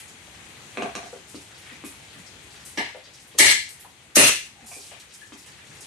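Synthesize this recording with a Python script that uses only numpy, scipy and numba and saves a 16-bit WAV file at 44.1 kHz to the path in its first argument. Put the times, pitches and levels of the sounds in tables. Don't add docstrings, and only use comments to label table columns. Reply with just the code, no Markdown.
import sys
import numpy as np
from scipy import signal
from scipy.io import wavfile
from scipy.ndimage import uniform_filter1d, minimum_filter1d
from numba import njit

SR = 44100
rng = np.random.default_rng(int(sys.argv[2]) if len(sys.argv) > 2 else 0)


def store_wav(level_fs):
    pcm = np.round(np.clip(np.atleast_2d(level_fs), -1, 1) * 32767)
    wavfile.write(sys.argv[1], SR, pcm.T.astype(np.int16))


N = 258426


def undb(db):
    return 10 ** (np.asarray(db) / 20)


def lean(pan_db):
    return pan_db * np.array([[.5], [-.5]])


def band(x, hz, width_hz):
    hz = min(hz, .45 * SR)
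    b, a = signal.iirpeak(hz, hz / width_hz, fs=SR)
    return signal.lfilter(b, a, x)


def click():
    x = np.zeros(SR // 6)
    x[0] = 1
    return x


def burst(decay_s, rise_s=0.00036):
    t = np.arange(SR // 4) / SR
    envelope = (1 - np.exp(-t / rise_s)) * np.exp(-t / decay_s)
    return rng.standard_normal(len(t)) * envelope


def ring(push, modes, tilt_db=0., scatter_db=2.0):
    y = 0
    for k, (hz, half_width_hz, db) in enumerate(modes):
        width_hz = 2.0 * half_width_hz
        mode = band(band(push, hz, width_hz), hz, width_hz)
        octaves = np.log2(hz / modes[0][0])
        gain = undb(db + tilt_db * octaves + scatter_db * rng.standard_normal())
        y = y + (-1) ** k * gain * mode / np.linalg.norm(mode)
    return y * np.linalg.norm(push) / np.linalg.norm(y)


def detuned(modes, share):
    return [(hz * (1 + share * rng.standard_normal()), width, db) for hz, width, db in modes]


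def add(out, x, s, db, pan_db):
    i = max(int(s * SR), 0)
    out[:, i:i + len(x)] += undb(db + lean(pan_db)) * x[:N - i]


def walk(rate_hz):
    k = int(SR / rate_hz)
    held = np.repeat(rng.standard_normal(N // k + 1), k)
    return 0.44 * uniform_filter1d(uniform_filter1d(held, k), k)[:N]


ALIKE_HZ = 630
WIND_HZ = 57.7


def pair(n, hz, width_hz):
    alike = 1 / (1 + (hz / ALIKE_HZ) ** 2) / (1 + (WIND_HZ / hz) ** 4)
    noise = rng.standard_normal((2, n))
    mid, side = band(band(noise, hz, width_hz), hz, width_hz)
    return np.sqrt(1 + alike) * mid + np.sqrt(1 - alike) * side * np.array([[1], [-1]])


# f/Hz, relative level/dB per Hz
HISS = [(18, -60), (30, -99), (58, 7), (122, 7), (231, 0), (306, 0.5), (366, 1), (693, -5), (748, 2),
        (918, -4), (1280, -4), (2080, 0.5), (4000, -4.5), (5000, -20.5), (6300, -7.5), (8910, -6.5),
        (13400, -19.5)]
# f/Hz, left minus right/dB
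HISS_PAN = [(60, 0), (250, 1), (700, -0.5), (2200, 5), (5000, 10), (12000, -0.5)]
HISS_RMS_DB = -50.5


def air():
    out, swell = 0, walk(2.506)
    (f, level_db), (f_pan, pan_db) = np.transpose(HISS), np.transpose(HISS_PAN)
    for hz in 32 * 2 ** np.arange(0, 8.8, 1 / 3):
        db = np.interp(np.log(hz), np.log(f), level_db) + 5.4 * swell + 2.8 * walk(20)
        band_pan_db = np.interp(np.log(hz), np.log(f_pan), pan_db)
        out = out + undb(db + lean(band_pan_db)) * pair(N, hz, hz / 3)
    return out * undb(HISS_RMS_DB) / np.sqrt(np.mean(out.mean(axis=0) ** 2))


# f/Hz, t60/s, level/dB, left minus right/dB
YARD_TAIL = [(56, 0.36, -50.5, 2.5), (249, 0.22, -45.5, 0), (692, 0.26, -45, -0.2),
             (1970, 0.35, -41.5, 2.5), (4900, 0.39, -39.5, 4.5), (9200, 0.32, -36, 0.5)]
YARD_STEADY_S = 0.025
YARD_PATCH_DB, YARD_PATCH_HZ = 6, 34.7


def yard(x):
    t, (f, t60s, dbs, pans) = np.arange(SR // 2) / SR, np.transpose(YARD_TAIL)
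    late_s = .01 * np.logaddexp(0, (t - YARD_STEADY_S) / .01)
    echo = 0
    for hz in 50 * 2 ** np.arange(0, 8.1, 1 / 3):
        t60, db, pan_db = (np.interp(np.log(hz), np.log(f), v) for v in (t60s, dbs, pans))
        scatter = pair(len(t), hz, hz / 2)
        patches_db = YARD_PATCH_DB * walk(YARD_PATCH_HZ)[:len(t)]
        level_db = db + lean(pan_db) - 60 * late_s / t60 + patches_db
        echo = echo + scatter / scatter.std() * undb(level_db)
    lumps = undb(4.0 * walk(149.0)[:len(t)])
    echo = echo * (1 - np.exp(-t / 0.0013)) * lumps
    return signal.fftconvolve(x, echo, axes=1)[:, :N]


# delay/s, level/dB, left minus right/dB
FIRST_ECHOES = [(0.0042, -16, 16), (0.0085, -8, -11), (0.016, -10.5, -3), (0.026, -19.5, -10),
                (0.038, -19, -16)]


def early(x):
    out = x.copy()
    for s, db, pan_db in FIRST_ECHOES:
        lag = max(int(s * SR), 1)
        out[:, lag:] += undb(db + lean(pan_db)) * x[:, :-lag]
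    return out


# t/s, level/dB
HANDLING_LEVEL = [(0, -80), (0.3, -59.5), (1.2, -58.5), (1.7, -55), (2.3, -58.5), (3.2, -56.5), (4.55, -68),
                  (4.68, -52), (4.95, -55.5), (5.1, -56), (5.35, -55.5), (5.86, -57.5)]


def handling():
    out = np.zeros((2, N))
    for at, octave, size, length, side in rng.random((260, 5)):
        s, hz = at * (N - 1) / SR, 1500 * 2 ** (2.8 * octave)
        db = np.interp(s, *np.transpose(HANDLING_LEVEL)) + 6.6 * size
        rustle = ring(burst(0.0038 + 0.02 * length, 0.00055), [(hz, 0.34 * hz, 0)])
        add(out, rustle, s, db, 8.9 * (side - .5))
    return out


# t/s, level/dB, f/Hz, left minus right/dB
BUMP_HITS = [(0.272, -52.5, 660, -2), (1.126, -35.5, 507, 3.5), (1.144, -60, 670, -8), (1.717, -49, 256, 2),
             (2.156, -44, 171, -1), (2.946, -37.5, 590, 4.5), (3.069, -53, 545, 4), (3.341, -41.5, 370, 2),
             (3.845, -43.5, 800, 5), (4.621, -49, 196, 0.1), (4.714, -43, 746, -1),
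             (4.759, -46.5, 400, 0.1), (4.914, -43, 665, 2), (5.479, -52, 163, 2), (5.69, -46, 127, 0)]
BUMP_DECAY_S, BUMP_RISE_S = 0.015, 0.0011


def bumps():
    out = np.zeros((2, N))
    for s, db, hz, pan_db in BUMP_HITS:
        modes = [(hz, 0.3 * hz, 0), (2.5 * hz, hz, -17)]
        add(out, ring(burst(BUMP_DECAY_S, BUMP_RISE_S), modes), s, db, pan_db)
    return out


# t/s, level/dB, f/Hz, left minus right/dB
THUD_HITS = [(1.345, -14.5, 307, 0.5), (1.839, -13, 295, 0.5), (5.322, -19, 290, -1)]


def thuds():
    out = np.zeros((2, N))
    for s, db, hz, pan_db in THUD_HITS:
        modes = [(hz, 0.32 * hz, 0), (3.7 * hz, 1.4 * hz, -11), (7.9 * hz, 4.3 * hz, -13)]
        add(out, ring(click(), modes), s, db, pan_db)
    return out


def grains(rows, half_width_share, grit_db):
    out = np.zeros((2, N))
    for s, db, hz, decay_s, pan_db in rows:
        grit = burst(decay_s, rise_s=0.0023) * undb(grit_db * rng.exponential(size=SR // 4))
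        add(out, ring(grit, [(hz, half_width_share * hz, 0)]), s, db, pan_db)
    return out


# t/s, level/dB, f/Hz, decay/s, left minus right/dB
SCUFF_HITS = [(0.0, -40.5, 2420, 0.004, 3), (0.0, -39, 10100, 0.0059, 2), (0.078, -49, 7350, 0.013, 0),
              (1.275, -57, 8000, 0.11, 4), (1.349, -48.5, 4870, 0.011, -3), (1.654, -55, 2130, 0.06, 3.5),
              (1.845, -47.5, 9200, 0.037, 0.5), (1.844, -47, 2260, 0.01, 1), (2.26, -53.5, 5270, 0.01, 12),
              (2.649, -47.5, 9200, 0.025, 6), (3.69, -49, 8800, 0.026, 4), (3.795, -52.5, 11000, 0.024, -4),
              (4.659, -52.5, 8000, 0.3, 0), (4.91, -54.5, 2460, 0.022, 12.5),
              (4.998, -45.5, 6700, 0.0066, -1), (5.135, -46.5, 7600, 0.012, -1),
              (5.322, -52.5, 2880, 0.0086, 11), (5.805, -47, 7760, 0.018, 0)]


def scuffs():
    return grains(SCUFF_HITS, half_width_share=0.4, grit_db=3.5)


# t/s, level/dB, f/Hz, decay/s, left
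# minus right/dB
RING_HITS = [(0.817, -25, 2780, 0.0027, 9), (2.773, -28.5, 5870, 0.006, -4), (4.549, -61.5, 780, 0.67, 0),
             (4.712, -44, 2420, 0.028, -4), (5.213, -43, 1730, 0.02, 6)]


def rings():
    return grains(RING_HITS, half_width_share=0.065, grit_db=0.6)


# t/s, level/dB, hardness/(dB per octave), base boom/dB, rim tick/dB
TUB_LANDINGS = [(0.772, -4.5, 2, -11.5, -25), (0.780, -20, -1, -15.5, -38), (0.822, -4.5, 0.5, -10, -18.5),
                (0.858, -13, 3, -25, -40), (0.896, -34, 7, -41, -45), (0.952, -8.5, 3.5, -17.5, -12),
                (0.958, -21, 8, -24, -29), (1.03, -17, -1.5, -26.5, -45)]
# f/Hz, half-width/Hz, level/dB
TUB_WALL_MODES = [(720, 80, 7.5), (716, 14, -3.5), (1070, 126, -1), (1580, 150, -2), (2170, 200, -3),
                  (2480, 210, -7), (2730, 140, -6), (3340, 290, -12), (4120, 250, -11), (4620, 340, -23)]
TUB_BASE_MODES = [(223, 69, -3), (412, 53, 0), (552, 99, -5.5)]
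TUB_RIM_MODES = [(4500, 570, -8), (5500, 700, -9.5), (6470, 530, -0.5), (8320, 670, -5.5),
                 (10500, 1500, -11)]
TUB_PAN_DB, TUB_DETUNE_SHARE, RIM_DECAY_S = -0.3, 0.02, 0.0023


def tub():
    out = np.zeros((2, N))
    for s, db, hard_db, base_db, rim_db in TUB_LANDINGS:
        wall = detuned(TUB_WALL_MODES, TUB_DETUNE_SHARE)
        add(out, ring(click(), wall, hard_db, scatter_db=2.5), s, db, TUB_PAN_DB)
        add(out, ring(click(), TUB_BASE_MODES), s, base_db, TUB_PAN_DB)
        tick = burst(RIM_DECAY_S)
        add(out, ring(tick / np.linalg.norm(tick), TUB_RIM_MODES), s, rim_db, TUB_PAN_DB)
    return out


# first touch t/s, touch level/dB, bite level/dB, shell knock level/dB, bite after touch/s,
# shell left minus right/dB, straight path past the crouching body/dB, blade tilt/(dB per octave)
CHOP_BLOWS = [(2.773, -22, -14, 3, 0.00097, 0.5, -11, -10), (3.388, 19, 23, 24, 0.0078, 1.5, -11.5, -8.5),
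              (4.157, 20, 25.5, 23.5, 0.007, -0.5, -25, -4)]
# f/Hz, half-width/Hz, level/dB in chops 1, 2, 3 by the spot struck
SHELL_MODES = [(119, 290, -35, -26, -24), (210, 120, -19, -21, -14.5), (392, 140, -9, -17, -8.5),
               (604, 78, -21, -25, -6), (813, 123, -4.5, -13.5, -11.5), (1220, 530, -23, -19.5, -8.5),
               (1654, 62, -20, -35, -14.5), (1700, 49, -0.5, -7, -12), (2110, 197, 3, 0.5, -3),
               (2320, 210, -7, -3.5, -3.5), (2700, 200, -4, -8, 0.5), (3177, 490, -4, -3.5, -0.5),
               (4210, 225, -8.5, -5.5, -6.5), (5020, 160, -13, -9.5, -7), (5830, 610, -13.5, -18, -2)]
# f/Hz, half-width/Hz, level/dB
BLADE_MODES = [(4960, 6800, -3.5), (5630, 470, -5), (6860, 1060, -6), (7760, 130, -3), (8460, 670, -4.5),
               (9973, 590, 2.5), (10400, 370, -1.5), (12440, 920, 2.5)]
TOUCH_SWELL_S, TOUCH_DECAY_S = 0.0021, 0.00067
BEND_HZ, BEND_DB = 500., 9
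SPLINTER_DB, SPLINTER_S, SPLINTER_FADE_DB = -9.5, 0.07, -13
SPLINTER_SCATTER_DB, SPLINTER_TILT_DB, SPLINTER_DETUNE_SHARE = 4, 2, 0.044


def chops():
    out, straight = np.zeros((2, 2, N))
    t = (np.arange(SR // 10) - SR // 50) / SR
    for k, (s, touch_db, bite_db, knock_db, late_s, pan_db, straight_db, tilt_db) in enumerate(CHOP_BLOWS):
        one, bite_s = np.zeros((2, N)), s + late_s
        shell = [(row[0], row[1], row[2 + k]) for row in SHELL_MODES]
        envelope = np.exp(np.minimum(t / TOUCH_SWELL_S, -t / TOUCH_DECAY_S))
        scrape = rng.standard_normal(len(t)) * envelope
        scrape = scrape / np.linalg.norm(scrape)
        add(one, ring(scrape, BLADE_MODES, tilt_db), s + t[0], touch_db, 0)
        add(one, ring(click(), BLADE_MODES, tilt_db), bite_s, bite_db, 0)
        add(one, ring(click(), shell), bite_s, knock_db, pan_db)
        for wait, size in rng.random((10, 2)):
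            modes = detuned(shell, SPLINTER_DETUNE_SHARE)
            piece = ring(click(), modes, SPLINTER_TILT_DB, SPLINTER_SCATTER_DB)
            piece_db = knock_db + SPLINTER_DB + SPLINTER_FADE_DB * wait - 4.9 * size
            add(one, piece, bite_s + SPLINTER_S * wait, piece_db, pan_db)
        bass = signal.lfilter(*signal.butter(1, BEND_HZ, fs=SR), one)
        out = out + one
        straight = straight + undb(straight_db) * (one + undb(BEND_DB) * bass)
    return out, straight


YARD_SEND_DB = {"tub": -2.5, "bumps": -11, "scuffs": -2.5, "rings": -8, "thuds": -8, "handling": -3}


def scene():
    blows, straight = chops()
    near = {"tub": tub(), "bumps": bumps(), "thuds": thuds(), "handling": handling(),
            "scuffs": scuffs(), "rings": rings()}
    sent = blows + sum(undb(YARD_SEND_DB[name]) * x for name, x in near.items())
    return early(straight + sum(near.values())) + yard(sent) + air()


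@njit
def limit(peak, top, ratio, attack, release):
    gain, e = np.empty(len(peak)), 0.
    for i in range(len(peak)):
        e += (peak[i] - e) * (attack if peak[i] > e else release)
        gain[i] = min(1., top / (e + 1e-18)) ** (1 - 1 / ratio)
    return gain


LIMIT_DB, LIMIT_RATIO, TOP_HZ = -2, 5.5, 13100


def record(dry):
    dry = signal.lfilter(*signal.butter(2, 11500., fs=SR), dry)
    peak = -minimum_filter1d(-np.abs(dry).max(axis=0), size=160)
    held = dry * limit(peak, undb(LIMIT_DB), LIMIT_RATIO, 0.25, 0.0034)
    top_cut = signal.ellip(8, .2, 70, TOP_HZ, fs=SR, output="sos")
    return np.clip(signal.sosfilt(top_cut, held), -1, 1)


dry = scene()
out = record(dry)
store_wav(out)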